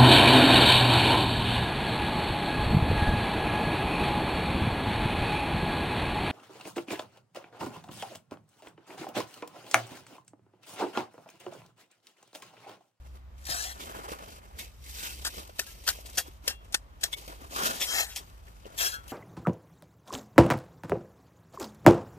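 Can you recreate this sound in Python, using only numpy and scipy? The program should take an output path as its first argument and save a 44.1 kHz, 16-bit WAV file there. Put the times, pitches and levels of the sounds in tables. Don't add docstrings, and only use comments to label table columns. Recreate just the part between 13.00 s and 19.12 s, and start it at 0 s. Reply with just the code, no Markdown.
import sys
import numpy as np
from scipy import signal
from scipy.fft import rfft, irfft
from scipy.io import wavfile
from scipy.ndimage import map_coordinates

SR = 44100
rng = np.random.default_rng(int(sys.argv[2]) if len(sys.argv) > 2 else 0)


def natural_amplitude(level_db):
    exponent = np.asarray(level_db, float) / 20
    return 10 ** exponent


def put_to_file(sound):
    columns = np.atleast_2d(sound).T
    safe = np.clip(columns, -1, 1)
    whole_steps = np.round(safe * 32767)
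    wavfile.write(sys.argv[1], SR, whole_steps.astype(np.int16))


N = 269892
LEFT_CREST_DB = 17.5

# [peak t/s, crunch level/dB, rise t/s, fall t/s, lumps re crunch level/dB]
LEFT_PUSHES = [(0.502, -38, 0.04, 0.18, -4.5), (0.6, -37.5, 0.15, 0.17, -8), (0.715, -45.5, 0.2, 0.04, -7),
               (4.824, -29, 0.034, 0.062, -29), (5.01, -32.5, 0.26, 0.079, -6.5),
               (5.1, -50.5, 0.071, 0.15, -12), (3.515, -44.5, 0.044, 0.027, -5),
               (5.168, -35.5, 0.015, 0.034, -19), (5.81, -31, 0.039, 0.11, -8.5),
               (5.862, -34.5, 0.055, 0.046, -24), (5.94, -44, 0.098, 0.038, -30),
               (6.11, -51.5, 0.026, .1, -6)]
# [t/s, peak level/dB, fall in 10 ms level/dB]
LEFT_CRACKS = [(0.452, -18, 24), (0.4665, -16.5, 16), (0.4396, -39, 20), (0.4984, -21, 20),
               (2.474, -27, 18), (2.6642, -27, -3), (3.0565, -25, 5), (3.097, -22, 21), (3.172, -11, 5),
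               (0.544, -17, 26), (4.664, -9, 7), (4.818, -24, 10), (5.005, -21, 36), (5.102, -35, 1.5),
               (5.16, -15.5, 18), (5.188, -42, 12), (5.7775, -16.5, 3.5), (5.939, -25, 28.5),
               (6.0781, -27, 10), (6.0915, -33, 16)]
# [f/Hz, level per Hz/dB]
LEFT_CRUNCH = [(300, -18), (700, -9.5), (1300, -11), (2400, -1.5), (4200, 0), (8000, 1.5), (11000, -3.5),
               (13500, 1.5), (15400, -13)]
# [f/Hz, level per Hz/dB]
LEFT_LUMPS = [(80, -22), (150, -42), (250, -9), (400, -16.5), (740, 1), (1200, -0.5), (1800, 14.5),
              (3000, -48.5), (6000, -57)]
# [from t/s, to t/s, f/Hz, width f/Hz, level/dB]
FIRST_SCRAPE_TONES = [(.448, .47, 5850, 80, 10), (.48, .565, 711, 50, 8), (.53, .6, 1530, 80, 11),
                      (.575, .645, 1690, 90, 12), (.65, .735, 2050, 80, 8), (.47, .55, 4250, 70, 9),
                      (.57, .66, 4120, 76, 9), (.68, .75, 4150, 70, 4), (.49, .535, 5320, 70, 15),
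                      (.49, .55, 4970, 50, 13), (.6, .68, 5360, 100, 8), (.64, .7, 770, 70, 3),
                      (.67, .74, 3350, 90, 5), (.535, .62, 6190, 45, 11), (.49, .52, 6500, 100, 8),
                      (.53, .59, 7840, 90, 10), (.645, .68, 3170, 50, 9), (.58, .66, 4680, 30, 9)]
# [from t/s, to t/s, f/Hz, width f/Hz, level/dB]
SCRAPE_TONES = [(4.775, 4.805, 1750, 150, 8), (4.87, 4.96, 3200, 60, 14), (4.89, 4.97, 5170, 50, 10),
                (4.88, 4.96, 6220, 40, 9), (4.88, 4.96, 6370, 40, 9), (4.95, 5.03, 5350, 70, 3),
                (4.99, 5.02, 7660, 70, 7), (4.79, 4.85, 3450, 200, 8), (4.815, 4.85, 5500, 200, 0),
                (4.92, 5.06, 800, 125, 2), (4.87, 4.96, 1740, 60, 17), (4.93, 5.05, 1860, 60, 16),
                (4.9, 5.04, 2150, 150, 7), (4.9, 5.05, 6650, 150, 4), (4.87, 4.96, 5480, 60, 7),
                (4.95, 5.0, 4800, 70, 7), (4.93, 5.04, 2620, 70, 12), (4.96, 5.04, 3250, 120, 7),
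                (4.94, 5.055, 4120, 45, 12), (4.995, 5.02, 6500, 300, 6), (5.156, 5.21, 3500, 200, 4),
                (5.156, 5.2, 5500, 250, 3), (5.77, 5.83, 1790, 120, 4), (5.78, 5.82, 3450, 180, 8),
                (5.79, 5.91, 1630, 45, 12), (5.78, 5.9, 3311, 35, 7), (5.79, 5.84, 2620, 40, 4),
                (5.845, 5.9, 7450, 60, 10), (5.8, 5.93, 5370, 30, 9), (5.8, 5.93, 6450, 30, 8),
                (5.915, 5.98, 1497, 16, 23), (5.915, 5.965, 1631, 22, 22), (5.93, 5.99, 1340, 6, 23),
                (5.92, 5.98, 4242, 14, 14), (5.92, 5.97, 5787, 16, 14), (6.077, 6.12, 3000, 340, 0)]
# [from t/s, to t/s, f/Hz, width f/Hz, level/dB]
LYING_TONES = [(2.244, 2.3, 1600, 160, 6), (2.244, 2.262, 3450, 250, 5), (2.246, 2.285, 4900, 200, 2),
               (2.62, 2.65, 1500, 60, 14), (2.655, 2.7, 1640, 50, 10), (2.61, 2.76, 1340, 8, 13),
               (2.68, 2.83, 2800, 60, 19), (2.86, 2.92, 1550, 120, 4), (3.05, 3.068, 4800, 60, 14),
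               (2.87, 2.9, 4350, 200, -1), (2.9, 2.98, 1640, 50, 8), (3.17, 3.215, 1620, 130, 4),
               (3.17, 3.21, 720, 90, 1), (3.21, 3.245, 511, 22, 5), (3.2, 3.25, 3305, 14, 14),
               (3.172, 3.2, 3400, 200, 2), (3.472, 3.53, 5450, 150, 5), (3.472, 3.49, 3150, 250, 3),
               (3.17, 3.2, 5950, 100, 8), (3.49, 3.54, 1640, 40, 9), (3.49, 3.545, 3315, 9, 18),
               (3.475, 3.52, 4200, 40, 8), (3.738, 3.76, 1550, 200, 5), (3.738, 3.76, 3550, 250, 3),
               (3.738, 3.76, 2700, 250, 3), (4.03, 4.07, 5400, 150, 3), (4.03, 4.07, 3350, 120, 5),
               (3.738, 3.76, 4300, 250, 8), (4.03, 4.07, 4150, 120, 4), (2.588, 2.61, 2600, 300, 3)]
# [f/Hz, share/1]
LEFT_LIKENESS = [(300, .8), (1500, .84), (4000, .8), (9000, .62), (15000, .5)]
# columns are t/s, peak level/dB, f/Hz
THUMPS = [
    (0.49, -41, 310),
    (0.492, -34, 710),
    (0.5, -46, 140),
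    (2.605, -44, 400),
    (2.254, -50, 719),
    (2.592, -34.5, 652),
    (2.884, -41, 684),
    (3.478, -35, 512),
    (4.045, -38, 675),
]
# [t/s, left lead t/ms, left-right level/dB]
LEFT_PLACE = [(.6, .28, 4), (2.27, .11, 3.5), (2.9, .06, 4), (3.2, .01, 3.5), (3.48, .09, 3.8),
              (3.75, .115, 3.8), (4.05, .13, 4), (4.82, .02, 3), (4.88, .15, 5), (5.03, .17, 5),
              (5.17, 0, 3), (5.85, .29, 5)]


def left_shovel(grains):
    pat_cracks, settling, pat_tones = pats()
    cracks = [(s, db, -22.5, fall_db) for s, db, fall_db in LEFT_CRACKS]
    hits = bursts(pat_cracks + cracks, crest_db=LEFT_CREST_DB)
    stroke = pushes(LEFT_PUSHES + settling, follow=0.93)
    tones = FIRST_SCRAPE_TONES + SCRAPE_TONES + LYING_TONES + pat_tones
    sound, force = shovel(stroke, hits, (LEFT_CRUNCH, LEFT_LUMPS), tones, grains,
                          clump_db=1.23, likeness=LEFT_LIKENESS)
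    ring_blade(sound, force)
    return turned(placed(muffled(sound) + thuds(THUMPS), LEFT_PLACE), 0.68)


# [crack t/s, peak level/dB, tip lead t/s, settling re peak level/dB, blade tone level/dB]
PATS = [
    (2.2481, -8, 0.0053, -6.5, -2.5),
    (2.592, -1, 0.0088, -31, 6.5),
    (2.8756, -1, 0.0098, -10.5, 1.5),
    (3.178, -3.5, 0.028, -16, 1.5),
    (3.477, -0.5, 0.0076, -25, 5),
    (3.743, 0.5, 0.02, -34, 6),
    (4.033, -1.5, .024, -20.5, 9),
]
# [t/s, peak level/dB, fall in 10 ms level/dB]
PAT_BREAKS = [
    (2.2617, -18, 13.5),
    (2.865, -21, 20),
    (2.887, 2.5, 29),
    (3.182, -8, 38),
    (3.7464, -9, 28),
    (4.038, -2, 35),
]
# [f/Hz, width f/Hz, level/dB]
PAT_LOADED = [(1800, 190, -1.5), (5170, 1400, -15.5)]


def pats():
    lumps_db, contact_s = -40, 0.058
    cracks = [(s, peak_db, lumps_db, fall_db) for s, peak_db, fall_db in PAT_BREAKS]
    settling, loaded = [], []
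    for s, peak_db, lead, settle_db, tone_db in PATS:
        cracks.append((s - lead, peak_db - 23.5, lumps_db, 2.5))
        cracks.append((s, peak_db, lumps_db, 17.5))
        settling.append((s + 0.026, peak_db + settle_db - LEFT_CREST_DB, 0.031, 0.02, -17.5))
        for hz, width_hz, db in PAT_LOADED:
            loaded.append((s - contact_s / 4, s + contact_s, hz, width_hz, db + tone_db))
    return cracks, settling, loaded


# [f/Hz, level/dB, t60 t/s]
LEFT_BLADE = [(1340, -14, .4), (1497, -8, .16), (1633, -6, .1), (2620, -14, .1), (2767, -14, .25),
              (3311, -10, .3), (3855, -17, .2), (4260, -9, .12), (5134, -12, .1), (5375, -10, .15),
              (5787, -9, .09), (5955, -16, .15), (6460, -16, .12), (7458, -11, .06)]
# [f/Hz, level/dB, t60 t/s]
BLADE_TIP = [(1637, -3, .11), (2767, -6, .29), (3340, -2, .4), (4296, -2, .13), (5373, 0, .11),
             (6207, -8, .14), (6600, -8, .06)]
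# [from t/s, to t/s, drive level/dB, share of free t60/1, pitch factor/1]
RINGING = [
    (.47, .6, -27, .35, .97),
    (.58, .73, -27, .35, 1.03),
    (4.86, 5.06, -25, .4, .99),
    (5.09, 5.13, -28, .5, 1.0),
    (5.79, 5.9, -28, .6, 1.0),
    (5.88, 5.99, -27.5, .7, 1.0),
    (6.07, 6.12, -35, .4, 1.0),
]
# [from t/s, to t/s, drive level/dB, share of free t60/1, pitch factor/1]
TIP_RINGING = [
    (2.6, 2.7, -51, 0.7, 0.9),
    (3.17, 3.22, -43, 0.63, 1.0),
    (3.474, 3.535, -42, 1, 0.994),
    (4.04, 4.07, -40, 0.3, 1.0),
]


def ring_blade(sound, force):
    crowd_hz = np.linspace(4100, 11500, 12) + rng.uniform(-60, 60, 12)
    crowd = [(hz, -11 - hz / 2500, .1) for hz in crowd_hz]
    for moments, modes in (RINGING, LEFT_BLADE + crowd), (TIP_RINGING, BLADE_TIP):
        for start, end, drive_db, free, shift in moments:
            for hz, level_db, t60 in modes:
                i, tone = driven(force, start, end, hz * shift, t60 * free)
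                aim_db = rng.normal(0, 1.5, (2, 1))
                sound[:, i:i + len(tone)] += tone * natural_amplitude(drive_db + level_db + aim_db)


# [t/s, level/dB]
MUFFLE = [(0.6, -1), (2.3, -3), (3.25, 2), (3.45, -4), (4.1, -3.5), (4.8, -1), (5.9, 1.5)]


def muffled(pair):
    top_db, = in_time(MUFFLE)
    hz = np.linspace(0, SR / 2, N // 2 + 1)
    top = irfft(rfft(pair) / (1 + (10800 / (hz + 1)) ** 8), N)
    return pair + (natural_amplitude(top_db) - 1) * top


# [peak t/s, crunch level/dB, rise t/s, fall t/s, lumps re crunch level/dB]
RIGHT_PUSHES = [(0.172, -62.5, 0.11, 0.02, 0), (0.39, -65, 0.025, 0.08, 0), (0.125, -66, 0.3, 0.12, 0),
                (0.434, -70.5, 0.098, .05, 7), (0.815, -44, 0.057, 0.17, -8), (0.95, -51, 0.18, 0.16, 6.5),
                (1.13, -48.5, 0.5, 0.091, 3), (1.364, -48.5, 0.26, 0.039, 0), (1.5, -60.5, 0.21, 0.15, 3),
                (1.596, -44, 0.037, 0.13, -9.5), (1.866, -52, 0.033, 0.38, -17),
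                (2.052, -37.5, 0.23, 0.19, -17), (2.372, -43.5, 0.32, 0.13, -6),
                (2.64, -48, 0.17, 0.34, -9.5), (2.92, -44, 0.14, 0.16, -8.5), (3.15, -50, 0.18, 0.27, -4),
                (3.47, -46.5, 0.051, 0.1, -3), (3.71, -67.5, 0.24, 0.67, 5.5),
                (4.04, -50, 0.054, 0.17, -4.5), (4.136, -34.5, 0.019, 0.017, -32),
                (4.17, -46, 0.014, 0.29, -6), (4.425, -52, 0.042, 0.08, 3), (3.65, -61, 0.036, 0.032, 0),
                (3.285, -54, 0.042, .02, -2), (4.565, -38.5, 0.059, 0.24, -3.5),
                (4.658, -30, 0.13, 0.2, -7), (5.2, -55, 0.13, 0.28, -1), (5.476, -62.5, 0.15, 0.59, -0.5),
                (5.77, -57.5, 0.23, 0.8, 3)]
# [t/s, peak level/dB, fall in 10 ms level/dB]
CLODS = [(0.775, -33, 15), (0.8112, -31, 9), (0.9628, -28, 20), (1.0841, -24, 32), (1.116, -24, 15),
         (1.303, -34, 15), (0.38, -44, 15), (1.187, -28, 23), (1.587, -19, 5.5), (1.839, -34.5, 0),
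         (4.127, -17.5, 19), (4.2773, -25, 16), (4.5131, -41, -1), (4.56, -19.5, -2.5), (4.655, -16, 10),
         (4.633, -16, 32), (4.679, -23, 31), (4.7, -26, 20), (4.71, -18, 28), (5.264, -34, 27),
         (5.297, -37, 26), (5.451, -39, 22), (0.155, -41, 24), (1.208, -32, 20), (4.372, -44, 25)]
# [t/s, peak level/dB, f/Hz, crumbs re knock level/dB]
THUDS = [(0.892, -51, 312, 20), (0.964, -42, 340, -11), (0.989, -42, 450, 0), (1.119, -32, 500, 4),
         (1.125, -40, 325, 2), (1.223, -45.5, 479, 14), (1.6238, -53, 344, 21), (2.379, -39.5, 460, 14.5),
         (2.494, -47, 604, 14), (2.988, -41.5, 650, -3), (3.05, -50, 530, 8), (3.088, -50, 700, 8),
         (3.283, -44.5, 356, -1), (4.278, -41, 524, 14.5), (4.298, -45, 340, 11.5), (4.419, -48.5, 320, 9),
         (4.701, -39, 524, 4), (5.4797, -59, 400, 20), (5.655, -39, 540, -1), (5.664, -39, 423, 2)]
# [f/Hz, level per Hz/dB]
RIGHT_CRUNCH = [(500, -17.5), (900, -1), (1300, -2), (2770, -3), (5000, -2), (8800, -4.5), (11500, -7.5),
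                (13900, -2.5), (15400, -3.5)]
# [f/Hz, level per Hz/dB]
RIGHT_LUMPS = [(70, -18.5), (120, -8), (340, -2.5), (880, 0.5), (1300, 1), (2000, -7), (3200, -17),
               (6000, -80.5)]
# [from t/s, to t/s, f/Hz, width f/Hz, level/dB]
RIGHT_LOADED = [(0.79, 0.94, 1550, 200, -24), (0.796, 0.846, 3540, 150, 5), (1.587, 1.647, 2220, 50, 2),
                (1.6, 1.714, 2640, 50, -1), (1.826, 1.895, 2175, 60, 4), (1.837, 1.915, 2700, 60, -5),
                (1.972, 2.166, 2720, 59.5, -1), (4.128, 4.165, 560, 60, 1.5), (5.642, 5.661, 2880, 300, 15),
                (5.474, 5.488, 1820, 300, 17), (1.575, 1.624, 3600, 120, -3), (1.939, 2.15, 1520, 255, -2),
                (1.942, 2.091, 3660, 200, -11), (4.124, 4.16, 2223, 25, 13.5),
                (4.125, 4.155, 3500, 101, 19.5), (4.54, 4.64, 1140, 258, 6), (4.552, 4.778, 1380, 303, 7)]
# [f/Hz, share/1]
RIGHT_LIKENESS = [(300, 0.72), (1300, 0.94), (3700, 0.31), (12000, 0.17)]
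# [t/s, left lead t/ms, left-right level/dB]
RIGHT_PLACE = [(0.998, -0.38, 0), (4.601, -0.311, 1), (5.6, -0.37, 3)]


def right_shovel(grains):
    crisp = [(s, db, -45, fall_db) for s, db, fall_db in CLODS]
    crumbs = [(s, db + crumb_db, 4, 10.5) for s, db, _, crumb_db in THUDS]
    hits = bursts(crisp + crumbs, crest_db=18.0)
    stroke = pushes(RIGHT_PUSHES, follow=0.72)
    sound, _ = shovel(stroke, hits, (RIGHT_CRUNCH, RIGHT_LUMPS), RIGHT_LOADED, grains,
                      clump_db=2.0, likeness=RIGHT_LIKENESS)
    knocks = thuds([row[:-1] for row in THUDS])
    return turned(placed(sound + knocks, RIGHT_PLACE), -0.49)


def shovel(stroke, hits, colours, loaded, grains, clump_db, likeness):
    crunch_db, lumps_db = stroke
    crunch_hits, lump_hits, knocks = hits
    clumps = natural_amplitude(clump_db * drift(37))
    force = grains * (natural_amplitude(crunch_db) * clumps + crunch_hits)
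    lump_gain = natural_amplitude(crunch_db + lumps_db + 1.9 * drift(23.0))
    crumbling = grains * (lump_gain * clumps + lump_hits) + knocks
    crunch_colour, lump_colour = colours
    out = signal.fftconvolve(force, [causal(crunch_colour)])[:, :N]
    out = out + signal.fftconvolve(crumbling, [causal(lump_colour)])[:, :N]
    for start, end, hz, width_hz, level_db in loaded:
        t60 = np.log(1000) / np.pi / width_hz
        i, tone = driven(force, start, end, hz, t60)
        out[:, i:i + tone.shape[1]] += tone * natural_amplitude(level_db + 5.5) * 2 * np.pi * width_hz / SR
    return two_ports(out, likeness), force[0]


def crackle(per_s, size_db, cycles, patchy_db):
    sizes = natural_amplitude(size_db * np.minimum(rng.exponential(1, (2, N)), 4)) * rng.choice([-1, 1], (2, N))
    breaks = sizes * (rng.random((2, N)) < per_s / SR)
    pitches = np.geomspace(170, 15000, 24)
    shares = np.cumsum(pitches) / np.sum(pitches)
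    dealt = np.searchsorted(shares, rng.random((2, N)))
    out = np.zeros((2, N))
    for k, hz in enumerate(pitches):
        patches = natural_amplitude(patchy_db * drift(10.5))
        out += np.sqrt(hz) * patches * rms_one(ring(breaks * (dealt == k), hz, cycles / hz))
    return rms_one(out)


def bursts(rows, crest_db):
    out = np.zeros((3, N))
    for s, peak_db, lumps_db, fall_db in rows:
        i = round(s * SR)
        t = np.arange(min(N - i, SR // 5)) / SR
        build = 1 - np.exp(-t / .0016)
        envelope = build * natural_amplitude(peak_db - crest_db - max(fall_db, 4) * t / .01)
        out[0, i:i + len(t)] += envelope
        out[1, i:i + len(t)] += envelope * natural_amplitude(lumps_db)
        out[2, i] += natural_amplitude(peak_db - crest_db + lumps_db - 3.0)
    return out


def pushes(rows, follow):
    t = np.arange(0, N + 32, 32) / SR
    s, peak_db, rise, fall, lumps_db = np.transpose(rows)[:, :, None]
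    down_db = 20 * np.where(t < s, (s - t) / rise, (t - s) / fall) ** 1.336
    crunch = power_sum_db(peak_db - down_db)
    lumps = power_sum_db(peak_db + lumps_db - follow * down_db)
    return in_time(np.transpose([t, crunch, lumps - crunch]))


def thuds(rows):
    out = np.zeros(N)
    t = np.arange(SR // 20) / SR
    for s, peak_db, hz in rows:
        i = round(s * SR)
        fall_db = 60 * t * hz / 13.2
        out[i:i + len(t)] += natural_amplitude(peak_db + 5.0 - fall_db) * np.sin(2 * np.pi * hz * t)
    return out


def driven(force, start, end, hz, t60):
    i, held = round(start * SR), round((end - start) * SR)
    part = force[..., i - 1:i + held + round(t60 * SR)]
    push = np.diff(part) / (2 * np.sin(np.pi * hz / SR))
    t = np.arange(push.shape[-1]) / held
    fade = np.clip(np.minimum(t, 1 - t) * 5, 0, 1)
    return i, ring(push * fade, hz, t60)


def ring(x, hz, t60):
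    r, w = natural_amplitude(-60 / (t60 * SR)), 2 * np.pi * hz / SR
    return signal.lfilter([0, np.sin(w)], [1, -2 * r * np.cos(w), r * r], x + 1e-18)


# [f/Hz, level per Hz/dB]
AIR = [(15, -30), (25, -12), (64, 4), (82, -1.5), (151, -13), (252, -19.5), (431, -25), (535, -22.5),
       (1080, -24.5), (2680, -34.5), (3700, -36), (7240, -45), (11100, -52.5), (13800, -42), (15400, -48)]
# [f/Hz, share/1]
AIR_LIKENESS = [(50, 0.94), (150, 0.95), (400, 0.054), (1500, 0)]
# [t/s, level/dB]
ENGINE = [(0.0, -44), (0.78, -48), (0.89, -58), (1.33, -74), (1.57, -49), (1.74, -54), (1.91, -41.5),
          (2.06, -57), (2.16, -43.5), (2.5, -55), (4.02, -54.5), (5.4, -56), (6.12, -82)]


def distance():
    air = signal.fftconvolve(rng.standard_normal((2, N + SR)), [causal(AIR)])[:, SR:SR + N]
    engine_db, = in_time(ENGINE)
    mains = natural_amplitude(-53 + 2.5 * drift(2.2)) * np.sin(2 * np.pi * 50.2 * np.arange(N) / SR)
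    engine_hz = 64 + 0.56 * drift(2.4)
    engine = natural_amplitude(engine_db + 1.0) * np.sin(2 * np.pi * np.cumsum(engine_hz) / SR)
    return turned(natural_amplitude(-53) * two_ports(air, AIR_LIKENESS) + mains + engine, -0.83)


def two_ports(pair, likeness):
    left, other = rfft(pair)
    alike = np.clip(at_hz(likeness, np.linspace(0, SR / 2, len(left))), 0, 1)
    right = alike * left + np.sqrt(1 - alike ** 2) * other
    return np.array([pair[0], irfft(right, N)])


def placed(pair, place):
    lead_ms, pan_db = in_time(place)
    late = map_coordinates(pair[1], [np.arange(N) - lead_ms * SR / 1000], order=3)
    return np.array([pair[0] * natural_amplitude(pan_db / 2), late * natural_amplitude(-pan_db / 2)])


def turned(pair, turn):
    hz = np.linspace(0, SR / 2, N // 2 + 1)
    lag = turn * hz / (hz + 76) / (1 + (hz / 2500) ** 2)
    return np.array([pair[0], irfft(rfft(pair[1]) * np.exp(-1j * lag), N)])


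def causal(spectrum):
    cepstrum = irfft(at_hz(spectrum, np.linspace(0, SR / 2, 4097)) * np.log(10) / 20)
    cepstrum[1:4096] *= 2
    cepstrum[4097:] = 0
    response = irfft(np.exp(rfft(cepstrum)))
    return response / np.sqrt(np.sum(response ** 2))


def drift(rate):
    r = np.exp(-80 * np.pi * rate / SR)
    slow = signal.lfilter([1], [1, -2 * r, r * r], rng.standard_normal(N // 40 + 2002))[2000:]
    return np.interp(np.arange(N) / 40, np.arange(len(slow)), rms_one(slow))


def rms_one(x):
    return x / np.sqrt(np.mean(x ** 2) + 1e-20)


def power_sum_db(db):
    return 10 * np.log10(np.sum(natural_amplitude(2 * db), axis=0) + 1e-12)


def in_time(rows):
    s, *columns = np.transpose(rows)
    return [np.interp(np.arange(N) / SR, s, c) for c in columns]


def at_hz(points, hz):
    point_hz, value = np.transpose(points)
    return np.interp(np.log(hz + 1), np.log(point_hz), value)


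def scene():
    grains = crackle(per_s=14000, size_db=2.5, cycles=19.0, patchy_db=1.2)
    other_grains = np.roll(grains, N // 2, axis=1)
    return left_shovel(grains) + right_shovel(other_grains) + distance()


def roll_off(x):
    return signal.sosfilt(signal.butter(12, 15520, fs=SR, output="sos"), x)


def record(dry):
    cut = signal.sosfilt(signal.ellip(12, .3, 50, 14650, fs=SR, output="sos"), dry)
    return roll_off(cut)


dry = scene()
out = record(dry)
put_to_file(out)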